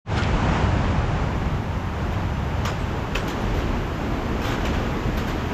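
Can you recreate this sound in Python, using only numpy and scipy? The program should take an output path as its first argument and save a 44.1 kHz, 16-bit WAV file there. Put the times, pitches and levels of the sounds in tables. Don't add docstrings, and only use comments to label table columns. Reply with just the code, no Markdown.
import sys
import numpy as np
from scipy import signal
from scipy.fft import rfft, irfft, next_fast_len
from scipy.io import wavfile
from scipy.ndimage import uniform_filter1d, map_coordinates

SR = 44100
rng = np.random.default_rng(int(sys.argv[2]) if len(sys.argv) > 2 else 0)


def persist_wave(psi):
    counts = np.round(np.clip(psi, -1, 1) * 32767).astype(np.int16)
    wavfile.write(sys.argv[1], SR, np.atleast_2d(counts).T)


def gain_from_db(level_db):
    decades = np.asarray(level_db, float) / 20
    return 10 ** decades


N = 243873

# time in seconds, loudness in dB, extra spray in dB.
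RIVER_LOUDNESS = [(0.2, -32, 2.5), (0.35, -31, 2), (0.56, -28.5, 2), (0.85, -31.5, 0.5), (1.04, -32.5, 0.6),
                  (1.25, -34, 0), (1.74, -35, -0.5), (2.15, -34.5, -0.5), (2.6, -34.5, 0.5),
                  (2.8, -34.5, 2), (3.0, -35, 0), (3.45, -34, 1), (3.84, -35, -0.5), (4.31, -34.5, -1),
                  (4.63, -33.5, 1), (4.95, -34, 0), (5.2, -34.5, 1.5), (5.53, -33.5, 0.3)]
# frequency in Hz, density in dB per Hz.
RUMBLE_SPECTRUM = [(40, -48), (58, -0.5), (75, 1.5), (125, -2), (170, -4.5), (230, -12.5)]
CHURN_SPECTRUM = [(140, -47), (200, -1.5), (250, -2.5), (380, -6), (520, -11), (750, -30)]
ROAR_SPECTRUM = [(400, -6.5), (600, -1.5), (850, 0), (1500, -6.5), (2500, -20), (4000, -76)]
SPRAY_SPECTRUM = [(900, -27), (1700, -1), (2900, -2.5), (4000, -11), (5200, -14), (7200, -17.5),
                  (8200, -29), (9500, -47)]
RUMBLE_DB, CHURN_DB, ROAR_DB, SPRAY_DB = -25.5, -33, -32.5, -41.5
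RUMBLE_GROWS, CHURN_GROWS, SPRAY_GROWS = 0.79, 0.75, 0.81
CLEARING_S, CLEARING_SPAN_S = 3, 0.22
RUMBLE_CLEAR_DB, CHURN_CLEAR_DB, SPRAY_CLEAR_DB = -2, 3, 1.5

# start in seconds, dust level in dB, hold in seconds,
# grit in dB re dust, weight (plank re dust) in dB.
SHOE_CONTACTS = [(0.154, -50.5, .012, 10, .7), (0.166, -47, 0.024, 4, 2), (0.22, -56, .003, 18, 3),
                 (2.123, -56, .011, 12, 1), (2.651, -40.5, 0.018, 3, 8), (3.15, -43, 0.008, 5, 7),
                 (3.168, -50, .014, 6, 12), (3.277, -46.5, 0.005, 0, 2), (3.297, -52, .015, 3, 8),
                 (3.41, -64, 0.04, -1, -1), (3.542, -54, 0.07, 7, 5), (4.416, -47, 0.025, 2, 8),
                 (4.441, -51.5, 0.034, 10.5, 8), (4.48, -50, .02, 3, 8), (4.512, -51.5, 0.034, 8.5, 11.5),
                 (4.655, -44.5, .005, 8, 8), (4.732, -55, 0.024, 12, 11), (5.17, -47, 0.006, 0, 4),
                 (5.178, -49.5, .012, -1, 9), (5.271, -48.5, 0.038, 5, 9), (5.39, -57, 0.023, 9, 18)]
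# start in seconds, dust level in dB, t60 in seconds,
# grit in dB re dust, weight (plank re dust) in dB.
SOLE_SNAPS = [(.176, -42, 0.055, 2, 6), (.2355, -47, .008, 12, 6), (2.651, -49, .04, 4, 0),
              (2.676, -57, 0.046, 4, 19), (2.694, -56, 0.051, 4, 21), (3.149, -42, 0.042, 3, 6),
              (3.154, -39, 0.045, 8, 11), (3.164, -48, 0.037, 6, 11), (3.281, -43, .05, 2, 3),
              (4.418, -50, 0.018, 4, 8), (4.428, -49, .03, 0, 2), (4.454, -46, .02, 3, 6),
              (4.468, -44, .02, 3, 6), (4.478, -44, .02, 1, 8), (4.492, -45, .02, 0, 8),
              (4.505, -44, .02, 2, 10), (4.52, -47, .015, 7, 10), (4.545, -51, .015, 7, 6),
              (4.651, -40, .03, 1, 10), (4.667, -46, .03, 4, 17), (5.174, -46, .04, 3, 11),
              (5.196, -51, .03, 4, 6)]
# frequency in Hz, density in dB per Hz.
GRIT_SPECTRUM = [(1200, -1), (2200, 2.5), (3000, 0), (4000, -8), (5500, -39)]
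DUST_SPECTRUM = [(3000, 10.5), (4300, 3.5), (5500, 3.5), (7200, 1.5), (8200, -11), (10600, -15),
                 (11500, -30), (12500, -55)]
# frequency in Hz, width in Hz, level in dB.
PLANK_MODES = [(334, 185, -0.5), (620, 280, -1), (950, 390, 2), (1400, 770, 0), (2000, 1030, -10)]
STRIKE_DB, STRIKE_T60_S = -14, 0.018
GRIND_T60_S = 0.21
BANKS_DB, BANKS_T60_S = -8.5, 0.46
TREBLE_DB, SNAP_TREBLE_DB = -2.5, -5
TREBLE_LOST = 0.98

# start in seconds, peak in dB, frequency in Hz, t60 in seconds.
STONE_CRACKS = [(.178, -37, 6200, .015), (.183, -25, 4200, 0.013), (.21, -28, 1340, .02),
                (0.236, -16, 4500, .004), (0.2356, -24, 3100, 0.0045), (.243, -31, 2200, .015),
                (2.130, -40, 5000, .005), (2.675, -22, 1280, .03), (2.679, -27, 2600, .012),
                (2.69, -29, 389, 0.38), (2.718, -27, 620, 0.025), (3.55, -25, 402, 0.43),
                (4.63, -24.5, 770, .04), (3.17, -26, 1400, 0.028), (3.31, -40, 6570, .03),
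                (4.418, -28, 1700, .008), (4.455, -25, 2570, 0.022), (4.47, -39, 6500, .02),
                (4.507, -37, 4360, .015), (4.525, -30, 2820, .02), (4.586, -22, 1240, .015),
                (4.653, -29, 5800, 0.013), (4.752, -33, 2820, .02), (5.178, -31, 2500, .02),
                (5.38, -24.5, 211, 0.35)]
# start in seconds, frequency in Hz, level in dB,
# hold in seconds, t60 in seconds.
WIRE_RINGS = [(.187, 1420, -27, .018, .06), (.172, 5100, -44, .01, .04), (.192, 4150, -40, .008, .03),
              (.192, 3300, -38, .008, .03), (2.651, 5088, -45, .06, .15), (2.651, 5610, -35, .004, .05),
              (2.651, 6600, -40, .004, .05), (2.651, 6270, -39, .003, .04), (2.652, 2820, -33, .004, .04),
              (2.653, 1200, -29, .004, .04), (2.672, 7400, -48, .012, .06), (2.674, 6600, -43, .012, .05),
              (3.152, 2580, -24, .005, .04), (3.153, 2800, -28, .004, .04), (3.152, 3110, -26, .004, .04),
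              (3.15, 3690, -34, .003, .04), (3.15, 4870, -37, .006, .05), (3.15, 6900, -45, .004, .04),
              (3.17, 7000, -44, .008, .04), (3.165, 5890, -45, .012, .05), (3.279, 6600, -45, .014, .04),
              (3.277, 8200, -50, .003, .03), (4.416, 5400, -48, .016, .05), (4.416, 2550, -37, .01, .04),
              (4.652, 3040, -33, .003, .03), (4.652, 3890, -36, .003, .03), (4.652, 2470, -38, .004, .04),
              (2.789, 8043, -57, .04, .05), (3.192, 8043, -54, .012, .2), (3.404, 10751, -60, .018, .12)]

# frequency in Hz, density in dB per Hz.
HEAVE_SPECTRUM = [(12, -38), (22, -5.5), (45, 5), (60, -2.5), (80, -60)]
# centre in seconds, level in dB.
WEIGHT_SHIFTS = [(.3, -33.5), (.8, -30.5), (1.3, -34), (1.75, -45), (2.15, -37), (2.9, -44), (3.35, -34),
                 (3.7, -32), (4.3, -35.5), (4.65, -32.5), (5.0, -37), (5.25, -35)]
SWAY_DB, SWELL_S = -38, 0.21

# frequency in Hz, density in dB per Hz.
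HISS_SPECTRUM = [(7000, -28), (8200, -4), (9200, -3.5), (10200, -1.5), (11200, -6.5), (13000, -12),
                 (14500, -30)]

# frequency in Hz, density in dB per Hz.
LEFT_PORT_SPECTRUM = [(10900, -50), (11400, -9), (12250, 3), (13100, -9), (14900, -12), (15300, -24),
                      (15700, -40)]
RIGHT_PORT_SPECTRUM = [(10900, -50), (11400, -10), (12250, -7), (13100, -9), (14900, -15), (15300, -25),
                       (15700, -40)]
OPEN_S, OPEN_DB_PER_S, OPEN_DB, CREEP_DB_PER_S = 1.33, 60, -1.5, 1.54
TOP_HZ = 14200
FADE_START_S, FADE_S, FADE_POWER = 0.047, 0.077, 1.56

# frequency in Hz, density in dB per Hz.
SIDE_SPECTRUM = [(2200, -23), (3500, -15), (6500, -16), (8000, -22), (9000, -42)]
# start in seconds, end in seconds.
SIDE_SPELLS = [(.08, .11), (.14, .6), (.81, .85), (.89, .97), (1.01, 1.04), (1.19, 1.26), (1.37, 1.4),
               (2.03, 2.06), (2.1, 2.67), (2.73, 2.81), (2.87, 2.9), (2.93, 3.13), (3.26, 3.34),
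               (3.39, 3.41), (4.17, 4.33), (4.39, 4.43), (4.49, 4.62), (4.93, 5.02), (5.16, 5.2)]
# centre in seconds, frequency in Hz.
SIDE_BLIPS = [
    (.39, 680),
    (.93, 2100),
    (1.24, 1600),
    (2.58, 550),
    (2.75, 950),
    (3.28, 600),
    (3.28, 1300),
    (4.42, 550),
    (5.0, 800),
]
SIDE_DB, BLIP_DB, BLIP_S = -67, -68, .009


def unit(x):
    return x / np.sqrt(np.mean(x ** 2) + 1e-20)


def curves(rows):
    s, *cols = np.transpose(rows)
    return [np.interp(np.arange(N) / SR, s, c) for c in cols]


def wobble(rate):
    return map_coordinates(rng.standard_normal(N // 100), [np.arange(N) * rate / SR])


def filtered(x, response):
    m = next_fast_len(N + 8192)
    return irfft(rfft(x, m) * response(np.fft.rfftfreq(m, 1 / SR)), m)[..., :N]


def colour(points):
    f, db = np.transpose(points)
    return lambda hz: gain_from_db(np.interp(np.log(hz + 1), np.log(f + 1), db, -120, -120))


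def rush(spectrum, patchy_db):
    z = signal.stft(rng.standard_normal(N + 512), nperseg=512)[2]
    field = uniform_filter1d(rng.standard_normal(z.shape), size=6, axis=0)
    field = uniform_filter1d(field, size=10, axis=1)
    noise = signal.istft(z * gain_from_db(patchy_db * unit(field)), nperseg=512)[1][:N]
    return unit(filtered(noise, colour(spectrum)))


def contact(s, hold, t60, rise):
    t = np.arange(N) / SR - s
    return np.clip(t / rise, 0, 1) * gain_from_db(-60 * np.clip(t - hold, 0, 1) / max(t60, .004))


def river(surge):
    loud_db, thrown_db = curves(RIVER_LOUDNESS)
    swing = loud_db - loud_db.mean()
    clear = .5 + .5 * np.tanh((np.arange(N) / SR - CLEARING_S) / CLEARING_SPAN_S)
    rumble_db = RUMBLE_DB + RUMBLE_GROWS * swing + RUMBLE_CLEAR_DB * clear + .5 * surge
    churn_db = CHURN_DB + CHURN_GROWS * swing + CHURN_CLEAR_DB * clear + 1.46 * surge
    roar_db = ROAR_DB + swing + surge
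    spray_db = SPRAY_DB + SPRAY_GROWS * swing + thrown_db + SPRAY_CLEAR_DB * clear + surge
    rumble = gain_from_db(rumble_db) * rush(RUMBLE_SPECTRUM, patchy_db=-0.24)
    churn = gain_from_db(churn_db) * rush(CHURN_SPECTRUM, patchy_db=-0.45)
    roar = gain_from_db(roar_db) * rush(ROAR_SPECTRUM, patchy_db=-0.02)
    spray = gain_from_db(spray_db) * rush(SPRAY_SPECTRUM, patchy_db=0.06)
    return rumble + churn + roar + spray


def plank_response(f):
    return sum((-1) ** k * gain_from_db(db) * 1j * f * width / (centre * centre - f * f + 1j * f * width)
               for k, (centre, width, db) in enumerate(PLANK_MODES))


def layer_gains(dust_db, grit_db, weight_db, treble_db):
    re_dust = np.array([[grit_db], [weight_db], [0], [treble_db - TREBLE_LOST * weight_db]])
    return gain_from_db(dust_db + re_dust)


def steps():
    gains = np.zeros((4, N))
    for s, db, hold, grit_db, weight_db in SHOE_CONTACTS:
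        blow = gain_from_db(STRIKE_DB) * contact(s, 0, STRIKE_T60_S, rise=.001)
        grind = contact(s, hold, GRIND_T60_S, rise=0.0012)
        banks = gain_from_db(BANKS_DB) * contact(s, hold, BANKS_T60_S, rise=0.021)
        press = blow + grind + banks
        sharp = contact(s, 0.77 * hold, t60=0.06, rise=.001) + gain_from_db(-10.5) * press
        gains = gains + layer_gains(db, grit_db, weight_db, TREBLE_DB) * [press, press, press, sharp]
    for s, db, t60, grit_db, weight_db in SOLE_SNAPS:
        snap = contact(s, 0, t60, rise=.001)
        gains = gains + layer_gains(db, grit_db, weight_db, SNAP_TREBLE_DB) * snap
    crackle_db = 1.9 * wobble(600) + .6 * wobble(90)
    grit, plank, dust, treble = gains * gain_from_db(crackle_db)
    knock = unit(filtered(rng.standard_normal(N), plank_response))
    scrape = grit * rush(GRIT_SPECTRUM, patchy_db=1.5) + dust * rush(DUST_SPECTRUM, patchy_db=1.5)
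    scrape = filtered(scrape, lambda hz: 1 / (1 + (hz / 11500) ** 12))
    return scrape + plank * knock + treble * ports()


def stones():
    t = np.arange(N) / SR
    spread = np.array([[.93], [1], [1.08]])
    cracks = np.zeros(N)
    for s, db, hz, t60 in STONE_CRACKS:
        modes = np.sin(2 * np.pi * hz * spread * (t - s)).sum(axis=0)
        cracks += gain_from_db(db - 5.5) * contact(s, 0, t60, rise=.0004) * modes
    return cracks


def wire():
    t = np.arange(N) / SR
    rings = np.zeros(N)
    for s, hz, db, hold, t60 in WIRE_RINGS:
        rings += gain_from_db(db) * contact(s, hold, t60, rise=0.0013) * np.sin(2 * np.pi * hz * (t - s))
    return rings * gain_from_db(.8 * wobble(90))


def deck():
    t = np.arange(N) / SR
    swells = sum(gain_from_db(db) * np.exp(-((t - s) / SWELL_S) ** 2) for s, db in WEIGHT_SHIFTS)
    return (gain_from_db(SWAY_DB) + swells) * rush(HEAVE_SPECTRUM, patchy_db=.5)


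def far_water(surge):
    leaves = rush(HISS_SPECTRUM, patchy_db=.6)
    return gain_from_db(-70) * leaves + gain_from_db(-64.0 + .4 * surge) * ports()


def opening_db():
    t = np.arange(N) / SR - OPEN_S
    return OPEN_DB + np.minimum(OPEN_DB_PER_S * t, CREEP_DB_PER_S * t)


def ports():
    spectra = (LEFT_PORT_SPECTRUM, RIGHT_PORT_SPECTRUM)
    pair = np.array([filtered(rng.standard_normal(N), colour(p)) for p in spectra])
    return unit(pair) * gain_from_db(opening_db())


def side_spells():
    t = np.arange(N) / SR
    slipping = sum((t > a) & (t < b) for a, b in SIDE_SPELLS)
    spells = slipping * gain_from_db(SIDE_DB) * rush(SIDE_SPECTRUM, patchy_db=7)
    blips = sum(np.exp(-((t - s) / BLIP_S) ** 2) * np.sin(2 * np.pi * hz * t) for s, hz in SIDE_BLIPS)
    return (spells + gain_from_db(BLIP_DB) * blips) * [[1], [-1]]


def scene():
    surge = .5 * wobble(5) + .4 * wobble(9)
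    return river(surge) + steps() + stones() + wire() + deck() + far_water(surge) + side_spells()


def low_pass(x):
    return signal.sosfilt(signal.butter(12, 15730, fs=SR, output="sos"), x)


def record(dry):
    fade = np.clip((np.arange(N) / SR - FADE_START_S) / FADE_S, 0, 1) ** FADE_POWER
    top = filtered(dry, lambda hz: 1 / (1 + (TOP_HZ / (hz + 1)) ** 24))
    heard = dry - top * (1 - np.minimum(gain_from_db(opening_db()), 1))
    heard = filtered(heard, lambda hz: hz < 15650)
    return low_pass(heard * fade)


dry = scene()
out = record(dry)
persist_wave(out)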